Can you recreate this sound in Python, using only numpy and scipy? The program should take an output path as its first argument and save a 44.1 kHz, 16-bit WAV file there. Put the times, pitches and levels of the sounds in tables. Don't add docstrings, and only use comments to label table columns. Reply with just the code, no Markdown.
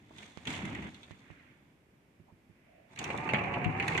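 import sys
import numpy as np
from scipy import signal
from scipy.fft import rfft, irfft, next_fast_len
from scipy.io import wavfile
from scipy.ndimage import map_coordinates

SR = 44100
rng = np.random.default_rng(int(sys.argv[2]) if len(sys.argv) > 2 else 0)


def output_pcm(signal):
    pcm = np.clip(np.atleast_2d(signal).T, -1, 1) * 32767
    wavfile.write(sys.argv[1], SR, np.round(pcm).astype(np.int16))


N = 176400

# frequency in Hz, level in dB.
SEAL_TONE = [(300, -25), (450, -1.5), (880, 2), (1340, -3), (2100, 3), (3500, -7.5), (5000, -59)]
BRUSH_TONE = [(2200, -26), (3500, 2), (5200, -11), (6400, -6), (8500, -12), (10500, -24), (14000, -36)]
# frequency in Hz, likeness (1 means the same).
STEREO_LIKENESS = [(40, 0.77), (280, 0.98), (1100, 0.0067)]


def amp(db):
    return 10 ** (np.asarray(db) / 20)


def unit(x):
    return x / np.sqrt(np.mean(x ** 2) + 1e-20)


def decay(t, t60):
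    return np.exp(-np.log(1000) * t / t60)


def along(points, hz):
    freqs, values = np.transpose(points)
    return np.interp(np.log(hz + 1), np.log(freqs + 1), values)


def curves(rows):
    times, *columns = np.transpose(rows)
    return [np.interp(np.arange(N) / SR, times, column) for column in columns]


def wobble(rate):
    return map_coordinates(rng.standard_normal(int(N * rate / SR) + 4), [np.arange(N) * rate / SR])


def filtered(x, response):
    size = next_fast_len(N + SR // 2)
    return irfft(rfft(x, size) * response(np.fft.rfftfreq(size, 1 / SR)), size)[..., :N]


def sides(pan_db):
    gains = np.array([amp(np.atleast_1d(pan_db) / 2), amp(-np.atleast_1d(pan_db) / 2)])
    return gains / np.sqrt(np.mean(gains ** 2, axis=0))


def mid_side(hz):
    angle = np.arccos(np.clip(along(STEREO_LIKENESS, hz), -1, 1)) / 2
    return [np.cos(angle), np.sin(angle)]


def rush(tone, grain_db=0, grain_rate=220):
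    # frequency in Hz, pan in dB.
    lean = [(500, 0), (2300, -6), (4500, 4), (12000, -6)]
    noise = rng.standard_normal((2, N)) * amp(grain_db * wobble(grain_rate))
    mid, side = filtered(noise, lambda hz: amp(along(tone, hz)) * mid_side(hz))
    stereo = np.array([mid + side, mid - side])
    return unit(filtered(stereo, lambda hz: sides(along(lean, hz))))


def struck_panel(tone, t60, attack_s=0.00083):
    size, spacing_hz, uneven_db = SR // 3, 128.1, 5
    hz, t = np.fft.rfftfreq(size, 1 / SR), np.arange(size) / SR
    peaks = map_coordinates(rng.standard_normal(len(hz)), [hz / spacing_hz]) * hz / (hz + 1000)
    colour = amp(along(tone, hz) + uneven_db * peaks)
    mid, side = irfft(rfft(rng.standard_normal((2, size))) * colour * mid_side(hz), size)
    shape = (1 - np.exp(-t / attack_s)) * decay(t, t60)
    return unit(np.array([mid + side, mid - side]) * shape) * np.sqrt(np.mean(shape ** 2))


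def add(out, start, x):
    i = max(round(start * SR), 0)
    out[:, i:i + x.shape[-1]] += x[..., :N - i]


def ventilation():
    # frequency in Hz, relative level in dB.
    air_tone = [(25, -8.5), (90, -6.5), (280, -8.5), (520, -17), (1300, -25), (2300, -22), (4000, -36),
                (14500, -42.5)]
    return amp(-65) * rush(air_tone)


def shutting():
    # time in seconds, then shudder, seal and brush levels in dB before the fade.
    levels = [(.07, -61, -67, -76), (.18, -54, -57.5, -59.5), (.21, -53.5, -53, -57),
              (.35, -64, -62, -63.5), (.462, -51.5, -57.5, -65.5), (.476, -36, -40, -50),
              (.55, -44, -41, -49), (.64, -41, -43.5, -58.5), (.87, -41, -47.5, -63), (.91, -50, -57, -64),
              (1.0, -59, -59.5, -65), (1.5, -64.5, -69.5, -81)]
    # frequency in Hz, level in dB.
    shudder_tone = [(25, -18), (70, 0), (120, 0), (290, 0.5), (450, -13), (900, -55)]
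    shudder_db, seal_db, brush_db = curves(levels)
    fade, = curves([(1.5, 0.82), (1.9, 0.1)])
    return fade * (amp(shudder_db) * rush(shudder_tone)
                   + amp(seal_db) * rush(SEAL_TONE, grain_db=2)
                   + amp(brush_db) * rush(BRUSH_TONE, grain_db=2.5))


def clacks():
    # start in seconds, ring level in dB, snap level in dB, the struck part's pitch in Hz.
    contacts = [(0.1829, -49.5, -47, 3350), (0.2274, -51, -56, 2430), (0.4528, -44.5, -47, 2540),
                (0.4718, -34.5, -40.5, 3330), (0.5025, -42, -39.5, 2130), (0.5355, -39, -43, 2960),
                (0.6525, -45, -45, 2060), (0.7487, -40, -49, 1950), (0.824, -47.5, -57, 2020),
                (0.9444, -54, -50, 3700), (1.0308, -52, -52, 3520), (1.113, -55.5, -59, 1940),
                (1.305, -58.5, -83, 1970), (1.395, -61.5, -87, 1920), (2.9599, -51.5, -51.5, 2180),
                (2.9747, -43, -65, 2400), (2.9889, -40, -33.5, 2930), (3.0409, -39, -36, 2690),
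                (3.1017, -34.5, -50, 2370), (3.1754, -48, -41.5, 2300), (3.2895, -30, -53, 2580),
                (3.3345, -28, -38.5, 2300), (3.3443, -26.5, -69, 2310), (3.3853, -34, -56, 2580),
                (3.4371, -37.5, -53, 2310), (3.5394, -34.5, -55, 2710), (3.6432, -31.5, -49, 2390),
                (3.7988, -27.5, -48, 2330), (3.825, -33, -47, 1920), (3.8797, -28.5, -33, 1970),
                (3.921, -35.5, -56, 2168), (3.9492, -29.5, -49, 2520), (3.9769, -28, -34.5, 2030)]
    # start in seconds, level in dB.
    glass_knocks = [(0.1068, -48.5), (.4725, -40), (0.504, -45.5), (3.1006, -33), (3.1414, -28),
                    (3.3349, -24.5), (3.5685, -26), (3.95, -27)]
    # start in seconds, level in dB, pitch in Hz.
    leaf_thuds = [(.632, -30, 196), (3.331, -27, 137), (3.336, -27.5, 212.6)]
    # frequency in Hz, level in dB.
    frame_tone = [(500, -19), (2100, 9), (2900, 6), (3500, -13), (4400, -11), (7000, -89)]
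    snap_tone = [(2700, -9), (3700, 9.5), (5000, -6), (6500, 3.5), (9000, -8.5), (13500, -21.5)]
    glass_tone = [(60, 16.5), (200, 16), (950, 21.5), (1400, 11), (2500, -54)]
    ring_t60, pitch_spread = 0.077, 1.39 ** 2
    out, t = np.zeros((2, N)), np.arange(SR // 3) / SR
    for start, ring_db, snap_db, hz in contacts:
        part = struck_panel([(hz / pitch_spread, -70), (hz, 0), (hz * pitch_spread, -70)], ring_t60)
        ring = (struck_panel(frame_tone, ring_t60) + part) * sides(pan_db=-4)
        snap = struck_panel(snap_tone, t60=0.03, attack_s=0.0005)
        add(out, start, amp(ring_db) * ring + amp(snap_db) * snap)
    for start, db in glass_knocks:
        add(out, start, amp(db) * struck_panel(glass_tone, t60=0.06))
    for start, db, hz in leaf_thuds:
        add(out, start, amp(db) * np.sin(2 * np.pi * hz * t) * decay(t, t60=0.13))
    return out


def handling():
    # start in seconds, level in dB, pan in dB.
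    bumps = [(0.373, -42, -30), (1.109, -36, -38), (1.303, -38, -37), (2.198, -42, -11), (2.322, -44, -9),
             (2.495, -43, -12), (3.659, -14, 30), (3.678, -22, 24)]
    # pitch in Hz, level in dB.
    case_notes = [(105, -5.5), (160, -6), (340, -14)]
    # start in seconds, level in dB, treble limit in Hz.
    clicks = [(0.374, -28.5, 6960), (1.109, -32.5, 4020), (1.303, -34.5, 2400)]
    # start and length in seconds, level in dB, centre and width in Hz.
    rubs = [(1.127, 0.52, -63, 1980, 1050), (2.263, .06, -65, 835, 400), (2.438, 0.63, -70.5, 2144, 950),
            (2.639, 0.28, -63, 635, 130)]
    bump_attack_s, click_s = 0.002, 0.0011
    out, t = np.zeros((2, N)), np.arange(N) / SR
    age = t[:SR // 3]
    ring = sum(amp(db) * np.sin(2 * np.pi * hz * age) for hz, db in case_notes)
    thump = ring * decay(age, t60=0.093) * (1 - np.exp(-age / bump_attack_s))
    for start, db, pan_db in bumps:
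        add(out, start, amp(db) * thump * sides(pan_db))
    pulse = (1 - age / click_s) * np.exp(-age / click_s)
    for start, db, top_hz in clicks:
        click = signal.sosfilt(signal.butter(4, top_hz, fs=SR, output="sos"), pulse)
        scrape = amp(-18.5) * struck_panel(SEAL_TONE, t60=0.085, attack_s=0.0054)
        add(out, start, amp(db) * (click + scrape) * sides(pan_db=-35))
    for start, length, db, centre, width in rubs:
        noise = rng.standard_normal((2, N))
        rub = unit(filtered(noise, lambda hz: 1 / (1 + (2 * (hz - centre) / width) ** 4) ** .5))
        swell = np.sin(np.pi * np.clip((t - start) / length, 0, 1))
        out += amp(db) * swell * rub * sides(pan_db=-5)
    return out


def opening():
    # time in seconds, then relative rumble, track and brush levels in dB.
    levels = [(2.92, -61, -59, -68.5), (2.965, -59.5, -64, -68), (3.0, -45.5, -41, -55),
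              (3.2, -41, -39.5, -60.5), (3.38, -39, -34.5, -64), (3.77, -38, -38.5, -67),
              (3.9, -38, -35, -52.5)]
    # frequency in Hz, level in dB.
    rumble_tone = [(32, -37), (68, 1.5), (130, 8.5), (175, 5), (380, 0.5), (800, -71)]
    track_tone = [(280, -8), (450, -3.5), (630, -9), (730, 0), (1110, -3.5), (1410, -10), (2350, -3),
                  (2900, -14), (4000, -58)]
    rumble_db, track_db, brush_db = curves(levels)
    return (amp(rumble_db) * rush(rumble_tone)
            + amp(track_db) * rush(track_tone, grain_db=2)
            + amp(brush_db) * rush(BRUSH_TONE, grain_db=3))


def drive():
    # time in seconds, shaft pitch in Hz, relative dB of its even and of its odd multiples.
    shaft = [(2.96, 112.7, -67, -75), (3.12, 136.9, -49, -60), (3.25, 151.9, -44, -61),
             (3.39, 140.2, -41.5, -46.5), (3.56, 140.6, -42, -41.5), (3.66, 143.9, -51, -41),
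             (3.81, 156.8, -49.5, -43), (3.97, 169.4, -59, -48)]
    # multiple of the shaft pitch, added level in dB.
    gear_notes = [(1, -12), (4, -6), (5, 0), (6, -0.5), (7, -8.5), (8, -4.5)]
    hz, even_db, odd_db = curves(shaft)
    angle = 2 * np.pi * np.cumsum(hz * (1 + 0.00825 * wobble(60))) / SR
    out = np.zeros((2, N))
    for channel in out:
        for multiple, note_db in gear_notes:
            db = (odd_db if round(multiple) % 2 else even_db) + note_db + 4 * wobble(30)
            channel += amp(db) * np.sin(multiple * angle + 0.71 * wobble(45))
    return out


def lobby_echo(x):
    # frequency in Hz, seconds to fall 60 dB.
    echo_times = [(150, 0.34), (2500, 0.57), (13000, 0.26)]
    hz, t, noise = signal.stft(rng.standard_normal((2, SR)), SR, nperseg=256)
    tail = signal.istft(noise * decay(t, along(echo_times, hz)[:, None]), SR, nperseg=256)[1]
    return signal.fftconvolve(x, tail / np.linalg.norm(tail[0]), axes=1)[:, :N]


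def ringing_frame(x):
    # pitch in Hz, width in Hz, level in dB.
    notes = [(2070, 8.7, 0.5), (2285, 13, -9), (3442, 36, 0.5)]
    return filtered(x, lambda f: 1 + sum(amp(db) * 1j * f * width / (hz * hz - f * f + 1j * f * width)
                                         for hz, width, db in notes))


def scene():
    running, = curves([(2.88, 0.033), (2.93, 0.85)])
    machinery = clacks() + running * drive()
    doors = machinery + amp(-13) * lobby_echo(machinery) + shutting() + running * opening()
    return ringing_frame(doors) + handling() + ventilation()


def record(dry):
    low_cut_hz, top_hz = 62, 14400
    thin = signal.sosfilt(signal.butter(2, low_cut_hz, "high", fs=SR, output="sos"), dry)
    return filtered(thin, lambda hz: hz < top_hz)


dry = scene()
out = record(dry)
output_pcm(out)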